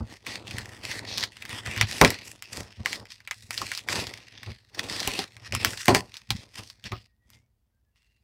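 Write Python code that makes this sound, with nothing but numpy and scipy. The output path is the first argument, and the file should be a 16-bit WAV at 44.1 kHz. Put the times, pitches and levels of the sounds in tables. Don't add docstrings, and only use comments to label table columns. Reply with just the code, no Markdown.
import sys
import numpy as np
from scipy import signal
from scipy.io import wavfile
from scipy.ndimage import uniform_filter1d

SR = 44100
rng = np.random.default_rng(int(sys.argv[2]) if len(sys.argv) > 2 else 0)


def natural_amplitude(level_db):
    exponent = np.asarray(level_db, float) / 20
    return 10 ** exponent


def bounce(signal):
    frames = np.transpose(np.atleast_2d(signal))
    limited = np.clip(frames, -1, 1)
    pcm = np.round(limited * 32767).astype(np.int16)
    wavfile.write(sys.argv[1], SR, pcm)


N = 362943

# [start t/s, length t/s, crackle level/dB,
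# fizz over crackle level/dB, tautness/dB]
HELD_PULLS = [(0.272, 0.0914, -38.5, -9, 0), (0.836, 0.1497, -38.5, -6, -1.5),
              (1.077, 0.1596, -37, -13, 4), (1.502, 0.0887, -39, -7, -4.5), (1.657, 0.118, -37, -9.5, -6),
              (1.886, 0.178, -38, -1, -1.5), (2.527, 0.0755, -42, -0.5, 0), (2.869, 0.0876, -39.5, -5, 2),
              (3.518, 0.052, -43, 0.5, -4.5), (3.575, 0.2085, -41, -3.5, -0.5),
              (3.9, 0.11, -32.5, -5.5, 0), (4.044, 0.1196, -44.5, -8, -1),
              (4.832, 0.07, -43.5, -3.5, -0.5), (4.901, 0.137, -35, -7, 1), (5.049, 0.1714, -35, -7, -1),
              (5.672, 0.068, -46.5, 6.5, -10),
              (.47, 0.1506, -44, -8, -0.5), (.62, 0.1535, -50, -4.5, -6), (1, 0.114, -47, -13, -3),
                  (1.33, 0.2, -50.5, -7, -3), (2.252, 0.058, -51, 5, -19.5), (2.66, 0.22, -63.5, -12, 1),
                  (3.107, 0.012, -44, -8, 2.5), (3.32, 0.149, -58, 1.5, 1.5),
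                  (4.2, 0.1225, -53.5, -13.5, -1.5), (4.34, 0.171, -50.5, -23, -0.5),
                  (6.316, 0.102, -49, -6.5, 2), (6.63, 0.0656, -54.5, -2, 4.5),
                  (6.96, 0.067, -66, -4, 12.5)]
# [t/s, crackle level/dB, fizz over crackle level/dB, 20 dB fall t/s]
GLUE_JERKS = [(0, -44, -5.5, 0.0075), (2.019, -30, -15.5, 0.2208), (2.055, -28.5, -8, 0.1251),
              (2.43, -50.5, -12.5, 1.04), (3.93, -23.5, -4, 0.0028), (4.002, -29.5, -10.5, 0.0012),
              (5.541, -31.5, -11.5, 0.0956), (5.603, -34, -6, 0.1312), (5.655, -28.5, -9, 0.0674),
              (5.893, -23, -6.5, 0.0436), (5.957, -21, -6, 0.0467), (6.307, -44.5, -7, 0.0934),
              (6.857, -37.5, -13, 0.0749), (6.932, -43, -22.5, 0.086), (7.966, -71.5, -5.5, 0.37)]
# [t/s, crackle level/dB, fizz over crackle level/dB, 20 dB fall t/s]
SWELLING_TUGS = [(.126, -45.5, -7, 0.0777), (0.918, -32.5, -18, 0.0333), (1.235, -29.5, -21, 0.0207),
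                 (1.822, -29, -16, 0.065), (4.494, -46.5, -11, 0.109), (4.797, -32.5, -9, 0.0465),
                 (5.338, -57.5, -6, 0.079), (5.462, -41, -12.5, 0.0586), (5.807, -36, -3, 0.0755),
                 (5.86, -49, 5.5, 0.18), (6.157, -51.5, -8.5, 0.139), (6.584, -38, -4, 0.0538),
                 (7.341, -61.5, -2, 0.0769)]
# [f/Hz, level per Hz/dB]
PAD_COLOUR = [(950, -16), (1400, -15), (1650, -9), (1900, -2), (2200, -6), (2650, -5), (3100, -11),
              (3700, -13)]
# [f/Hz, level per Hz/dB]
FILM_COLOUR = [(2900, -14), (3350, -3), (3800, -4), (4300, -1), (5000, -1), (5600, -5), (6600, -13)]
# [f/Hz, level per Hz/dB]
FIZZ_COLOUR = [(2940, -33), (5000, -7.5), (6420, -12.5), (7920, -10.5), (15000, -27.5), (16000, -28.5),
               (16500, -50.5)]
# [t/s, peak level/dB, ring f/Hz, top level/dB]
BRIGHT_SNAPS = [(0.5829, -17.5, 1933, -5), (0.9135, -17.5, 1850, -16.5), (1.4518, -23.5, 1959, -12),
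                (1.493, -24.5, 2000, -7.5), (1.7763, -14, 1983, -26.5), (2.0129, 6.5, 1945, -15.5),
                (2.1034, -15, 2000, 2), (2.4227, -25.5, 2580, -1.5), (2.9289, -12.5, 2159, -16),
                (3.5064, -14.5, 2238, -7), (3.7746, -15.5, 4600, -16), (5.002, -13.5, 4950, -13),
                (5.0744, -11, 2690, -3), (5.549, -15.5, 1265, 2.5), (5.647, -4, 1941, -2),
                (5.8564, -22, 1910, 1), (5.881, 0, 2084, -16.5), (5.9472, -2, 2016, -7.5),
                (6.3043, -5.5, 4010, -13), (7.3018, -51.5, 3460, 10)]
# [t/s, peak level/dB, ring f/Hz]
DULL_PAD_SNAPS = [(0.2653, -14.5, 2159), (1.4227, -21.5, 2466), (1.6606, -18, 1857), (1.7625, -18, 1930),
                  (1.8112, 2, 2112), (2.0472, 4, 2103), (2.8581, -5.5, 2043), (3.054, -33, 2150),
                  (3.2032, -36.5, 1950), (3.274, -19.5, 2376), (3.3099, -10, 2059), (3.6156, -12.5, 1169),
                  (3.716, -11.5, 1942), (3.8859, -9, 1986), (4.4312, -24, 2056), (5.3661, -30.5, 2140),
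                  (5.5227, -14.5, 2480), (5.7322, -20.5, 1753), (6.9197, -22.5, 2400), (7.958, -51.5, 2690)]
# [t/s, peak level/dB, ring f/Hz]
DULL_FILM_SNAPS = [(0.4696, -28, 2810), (0.5089, -20.5, 2730), (1.1745, -16, 4300), (1.1797, -9.5, 4280),
                   (1.1972, -16.5, 4550), (1.2076, -17, 4730), (1.2273, -15, 4100), (1.2367, -10, 4450),
                   (1.923, -20, 4700), (3.5768, -13, 4710), (3.7494, -17, 5000), (4.0683, -18.5, 4570),
                   (4.7467, -25.5, 4860), (4.791, -14, 2973), (4.9297, -21.5, 4600), (5.1901, -10, 4610),
                   (5.7752, -21.5, 4460), (6.1407, -25.5, 4210), (6.1678, -21.5, 4900), (6.6998, -27, 4493),
                   (6.8399, -25, 3410), (7.333, -40.5, 3410)]
# [t/s, peak level/dB, hollow part level/dB, t60 t/s]
BENCH_KNOCKS = [(1.805, -36, 26.5, 0.067), (2.012, -6, -18, 0.071), (2.047, -13.5, -15, 0.061),
                (3.613, -34, -20.5, 0.07), (5.074, -22.5, -5.5, 0.041), (5.189, -21.5, -33, 0.042),
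                (5.645, -34, -12.5, 0.36), (5.881, -6.5, -30, 0.17), (5.946, -17.5, -23, 0.15),
                (6.303, -28, 1.5, .04), (6.918, -33.5, -17, 0.097)]
# [f/Hz, level/dB, t60 t/s]
BENCH_MODES = [(118, 2.5, 0.12), (197.92, -2.5, .1), (268, -0.5, 0.11), (388.54, 4.5, 0.084),
               (590.5, -4, .06), (745, 0.5, 0.046), (820, -5, 0.029), (1032.4, -8.5, 0.16)]
# [start t/s, length t/s, bench rumble level/dB, scrape level/dB]
PAD_SLIDES = [(0.34, 0.154, -64.5, -65.5), (0.621, 0.205, -57, -51), (0.852, 0.3912, -48, -42),
              (1.719, 0.095, -41, -42.5), (1.907, 0.12, -51, -41), (2.201, 0.1366, -59, -52.5),
              (2.856, 0.14, -57.5, -44.5), (3.391, 0.145, -55, -85.5), (3.906, 0.074, -46.5, -33.5),
              (4.337, 0.16, -59.5, -58.5), (4.782, .43, -49, -38.5), (5.368, 0.126, -52.5, -59),
              (6.37, 0.0806, -66.5, -54)]
# [t/s, rumble level/dB, scrape level/dB, 20 dB rise t/s, 20 dB fall t/s]
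HAND_BUMPS = [(0, -23.5, -34.5, .02, 0.0604), (.13, -53, -42.5, 0.083, 0.0377),
              (.279, -50.5, -40.5, 0.045, 0.6), (.547, -38, -41.5, 0.13, 0.232),
              (1.542, -42, -40.5, 0.146, 0.141), (1.676, -34.5, -37, 0.048, 0.111),
              (1.812, -18.5, -32.5, 0.0347, 0.06), (2.021, -15, -7.5, 0.0052, 0.073),
              (2.59, -38.5, -34.5, 0.0883, 0.0957), (2.801, -31.5, -42, 0.0234, 0.038),
              (3.011, -47, -43, 0.064, 0.063), (3.624, -44.5, -42, 0.125, 0.135),
              (3.989, -37, -31.5, 0.124, 0.175), (4.488, -29.5, -38.5, 0.0336, 0.0452),
              (5.534, -24, -34.5, 0.023, 0.0626), (5.664, -34.5, -33, 0.139, 0.1095),
              (5.888, -18, -15, 0.0069, 0.0914), (6.314, -21.5, -46.5, 0.0142, 0.056),
              (6.598, -44, -42, 0.0484, 0.0635), (6.852, -37, -44, 0.0117, 0.0546),
              (6.931, -25.5, -36, 0.0157, 0.042), (7.354, -57.5, -66, 0.17, 0.13)]
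# [f/Hz, level per Hz/dB]
SCRAPE_COLOUR = [(88, -43), (150, -6), (292, -2), (595, -6), (918, -8.5), (1500, -17), (1950, -49),
                 (3300, -120)]
# [f/Hz, level per Hz/dB]
RUMBLE_COLOUR = [(20, -29.5), (45, -4), (81, -2), (108, 7.5), (163, -15.5), (220, -5), (290, -27.5),
                 (480, -120)]
# [f/Hz, level/dB, t60 t/s]
BLADE_MODES = [(1220, -33, 0.106), (11100, -74, .15), (11700, -72, 0.13), (14900, -65, 0.226)]
# [start t/s, length t/s, f/Hz, level/dB]
FILM_SQUEAKS = [
    (7.97, .22, 2750, -78.5),
    (8.13, .07, 4050, -90.5),
]
# [start t/s, length t/s, f/Hz, level/dB]
BIRD_NOTES = [
    (6.76, .06, 2110, -80.5),
    (7.09, .05, 1875, -83.5),
    (7.225, .03, 1915, -77.5),
    (7.335, .04, 2106, -68.5),
    (7.4, .05, 2235, -85.5),
    (7.74, .05, 1580, -90.5),
    (7.87, .03, 1705, -89.5),
]
# [f/Hz, level per Hz/dB]
HUSH_COLOUR = [(25, -24), (38, -3), (60, 2), (76, -10), (197, -24), (1300, -40), (7300, -46), (16500, -43)]
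# [f/Hz, t60 t/s]
SHOP_DECAY = [(100, 0.044), (1000, 0.1), (4000, 0.057), (15000, .08)]

PULL_RISE_S, PULL_FADE_S = 0.025, 0.061
JERK_RISE_S, TUG_RISE_SHARE = 0.018, 1
LOOSE_DB = -1
STILL_DB = -99.5
SLIDE_RISE_S, SLIDE_FADE_S = 0.042, 0.073
REST_RUMBLE_DB, REST_SCRAPE_DB = -76.5, -88.5
BUSY_DB, BUSY_END_S = -67.5, 7.07
DULL_TOP_DB, BLADE_S, HUSH_DB = -28.5, 6.92, -72


def crackle():
    slack, taut, bright = peeling()
    clicks = steady(glue(per_s=3700, spread_db=3.5, clump_db=6.5), span=7800)
    hiss_share = np.clip(np.hypot(slack, taut) / natural_amplitude(-40), 0.55, 1.2)
    clicks = clicks + hiss_share * rng.standard_normal(N)
    pad, film, fizz = clicks * rng.choice([-1., 1.], (3, N))
    pad = steady(colour(drift(pad, depth_db=3), PAD_COLOUR), span=3000)
    film = steady(colour(drift(film, depth_db=3), FILM_COLOUR), span=3000)
    fizz = steady(colour(drift(fizz, depth_db=1.5), FIZZ_COLOUR), span=3000)
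    return natural_amplitude(-1) * (slack * pad + taut * film) + natural_amplitude(-2.36) * bright * fizz


def peeling():
    held = np.transpose(HELD_PULLS)
    jerk, tug = np.transpose(GLUE_JERKS), np.transpose(SWELLING_TUGS)
    shapes = np.hstack([strokes(held[0], held[1], PULL_RISE_S, PULL_FADE_S),
                        strokes(jerk[0], 0, JERK_RISE_S, jerk[3]),
                        strokes(tug[0], 0, TUG_RISE_SHARE * tug[3], tug[3])])
    crackle_db = np.r_[held[2], jerk[1], tug[1]]
    fizz_db = np.r_[held[3], jerk[2], tug[2]]
    tautness = natural_amplitude(np.r_[held[4], LOOSE_DB + 0 * jerk[0], LOOSE_DB + 0 * tug[0]])
    taut_db = -10 * np.log10(1 + tautness ** -4)
    slack_db = -10 * np.log10(1 + tautness ** 4)
    gains = []
    for part_db, busy_share in ((slack_db, 0.6), (taut_db, 0.8), (fizz_db, 0.4)):
        peel = total(shapes, crackle_db + part_db, STILL_DB)
        gains.append(np.hypot(peel, busy_share * busy()))
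    return gains


def glue(per_s, spread_db, clump_db):
    clumps = evened(uniform_filter1d(uniform_filter1d(rng.standard_normal(N), 150), 150))
    size = natural_amplitude(spread_db * np.minimum(rng.exponential(1, N), 6) + clump_db * clumps)
    parting = rng.random(N) < per_s / SR
    return size * parting * rng.standard_normal(N)


def drift(x, depth_db):
    z = signal.stft(x, nperseg=512)[2]
    patches = rng.standard_normal(z.shape[::-1]).T
    for _ in range(2):
        patches = uniform_filter1d(uniform_filter1d(patches, size=7, axis=0), size=14, axis=1)
    return signal.istft(z * natural_amplitude(depth_db * evened(patches)), nperseg=512)[1][:len(x)]


def snap(db, hz, top_db, chance):
    t = np.arange(len(chance)) / SR
    burst = np.sin(np.pi * np.minimum(t * hz / 4, 1)) * np.sin(2 * np.pi * hz * t)
    crack = 0.6 * chance * natural_amplitude(-60 * t / 0.0078)
    crack[round(SR / hz)] += 1.8
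    wake = ring(chance, hz, 1500) * natural_amplitude(-60 * t / 0.059) * np.minimum(t / 0.0042, 1)
    tick = ring(crack, 4500, 3100)
    top = natural_amplitude(top_db + 1.5) * ring(crack, 6800, 11000)
    sound = 0.49 * burst + 1.03 * tick + 0.39 * wake + top
    return natural_amplitude(db) * signal.lfilter(*signal.butter(N=2, Wn=900, btype="high", fs=SR), sound)


def knock(db, hollow_db, t60, chance):
    t = np.arange(len(chance)) / SR
    blow = chance * natural_amplitude(-60 * t / np.clip(t60, 0.04, 0.3)) * np.minimum(t / 0.0027, 1)
    shifts = 1 + 0.03 * chance[-len(BENCH_MODES):]
    sound = 0
    for (hz, mode_db, mode_t60), shift in zip(BENCH_MODES, shifts):
        gain = natural_amplitude(mode_db + (hollow_db if hz < 180 else 0)) * np.sqrt(mode_t60)
        sound = sound + gain * ring(blow, hz * shift, 2.7 / np.clip(mode_t60, 0.02, 0.12))
    high = signal.lfilter(*signal.butter(N=2, Wn=180, btype="high", fs=SR), sound)
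    return natural_amplitude(db) * sound / abs(high).max()


def handling():
    scrape = steady(colour(glue(per_s=1000, spread_db=-0.5, clump_db=-1), SCRAPE_COLOUR))
    rumble = steady(colour(glue(per_s=130, spread_db=4.5, clump_db=3), RUMBLE_COLOUR), span=2500)
    slide, bump = np.transpose(PAD_SLIDES), np.transpose(HAND_BUMPS)
    shapes = np.hstack([strokes(slide[0], slide[1], SLIDE_RISE_S, SLIDE_FADE_S),
                        strokes(bump[0], 0, bump[3], bump[4])])
    scrape_gain = natural_amplitude(-5.5) * total(shapes, np.r_[slide[3], bump[2]], REST_SCRAPE_DB)
    rumble_gain = natural_amplitude(-1) * total(shapes, np.r_[slide[2], bump[1]], REST_RUMBLE_DB)
    restless = 0.26 * busy() * (scrape + 3.6 * rumble)
    return scrape_gain * scrape + restless + rumble_gain * rumble


def busy():
    return natural_amplitude(BUSY_DB) * (np.arange(N) < BUSY_END_S * SR)


def blade():
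    t = np.arange(SR // 4) / SR
    sound = 0
    for hz, db, t60 in BLADE_MODES:
        chatter = evened(ring(rng.standard_normal(len(t)), hz, 56))
        sound = sound + natural_amplitude(db - 60 * t / t60) * chatter
    return sound


def whistles():
    start, length, hz, db = np.transpose(BIRD_NOTES + FILM_SQUEAKS)
    birds = len(BIRD_NOTES)
    waver = np.cumsum(rng.standard_normal(N)) / 30
    notes = [np.sqrt(2) * np.sin(2 * np.pi * f * np.arange(N) / SR + waver) for f in hz[:birds]]
    notes += [evened(ring(ring(rng.standard_normal(N), f, 160), f, 160)) for f in hz[birds:]]
    shapes = strokes(start, length, 0.041, 0.0397)
    return sum(total(shapes[:, [k]], db[[k]], -150) * note for k, note in enumerate(notes))


def hush():
    return natural_amplitude(HUSH_DB) * evened(colour(rng.standard_normal(N), HUSH_COLOUR))


def shop(x):
    taps = np.zeros(SR // 2)
    at = np.arange(120, SR // 2 - 20, 20)
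    at = at + rng.integers(0, 20, len(at))
    taps[at] = rng.choice([-1., 1.], at.shape)
    hz, t, z = signal.stft(taps, SR, nperseg=256)
    decay = natural_amplitude(-60 * t / read(SHOP_DECAY, hz)[:, None])
    tail = signal.istft(z * decay, SR, nperseg=256)[1]
    return signal.fftconvolve(x, tail / np.linalg.norm(tail))[:N]


def strokes(start, length, rise, fall):
    t = np.arange(N * 1000 // SR + 2)[:, None] / 1000
    before = np.maximum(start - t, 0) / rise
    after = np.maximum(t - start - length, 0) / fall
    return natural_amplitude(-40 * (before + after))


def total(shapes, db, rest_db):
    power = shapes @ natural_amplitude(2 * db) + natural_amplitude(2 * rest_db)
    return np.interp(np.arange(N) * 1000 / SR, np.arange(len(power)), np.sqrt(power))


def ring(x, hz, width):
    r = np.exp(-np.pi * width / SR)
    angle = 2 * np.pi * hz / SR
    return signal.lfilter([1 - r * r], [1, -2 * r * np.cos(angle), r * r], x) * np.sin(angle)


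def colour(x, points):
    hz = abs(np.fft.fftfreq(16384, 1 / SR))
    skirted = [(points[0][0] / 3, -90)] + points + [(points[-1][0] * 1.4, -90)]
    log_gain = np.log(natural_amplitude(read(skirted, hz)))
    taps = np.fft.ifft(np.exp(np.conj(signal.hilbert(log_gain)))).real[:6000]
    return signal.oaconvolve(x, taps)[:len(x)]


def read(points, hz):
    f, value = np.transpose(points)
    return np.interp(np.log(hz + 1), np.log(f + 1), value)


def steady(x, span=4000):
    return x / np.sqrt(abs(uniform_filter1d(x ** 2, int(span))) + 1e-12)


def evened(x):
    return x / np.sqrt(np.mean(x ** 2) + 1e-20)


def add(mix, s, sound):
    part = mix[max(round(s * SR), 0):][:len(sound)]
    part += sound[:len(part)]


def scene():
    hits = np.zeros(N)
    snaps = BRIGHT_SNAPS + [(*row, DULL_TOP_DB) for row in DULL_PAD_SNAPS + DULL_FILM_SNAPS]
    for s, *settings in snaps:
        add(hits, s + 1 / 1200, snap(*settings, rng.standard_normal(2500)))
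    for s, *settings in BENCH_KNOCKS:
        add(hits, s, knock(*settings, rng.standard_normal(9000)))
    add(hits, BLADE_S, blade())
    beds = crackle() + handling() + whistles() + hush()
    return (hits + natural_amplitude(-10.5) * shop(hits) + beds)[None]


def low_pass(x):
    return signal.sosfilt(signal.butter(12, 16660, fs=SR, output="sos"), x)


def record(dry):
    limited = np.tanh(dry / 1.162) * 1.2337
    bass_cut = signal.butter(N=3, Wn=50, btype="high", fs=SR, output="sos")
    treble_cut = signal.firwin(255, 15850, window=("kaiser", 6), fs=SR)
    mix = signal.oaconvolve(signal.sosfilt(bass_cut, limited), treble_cut[None], "same")
    return low_pass(mix)


dry = scene()
out = record(dry)
bounce(out)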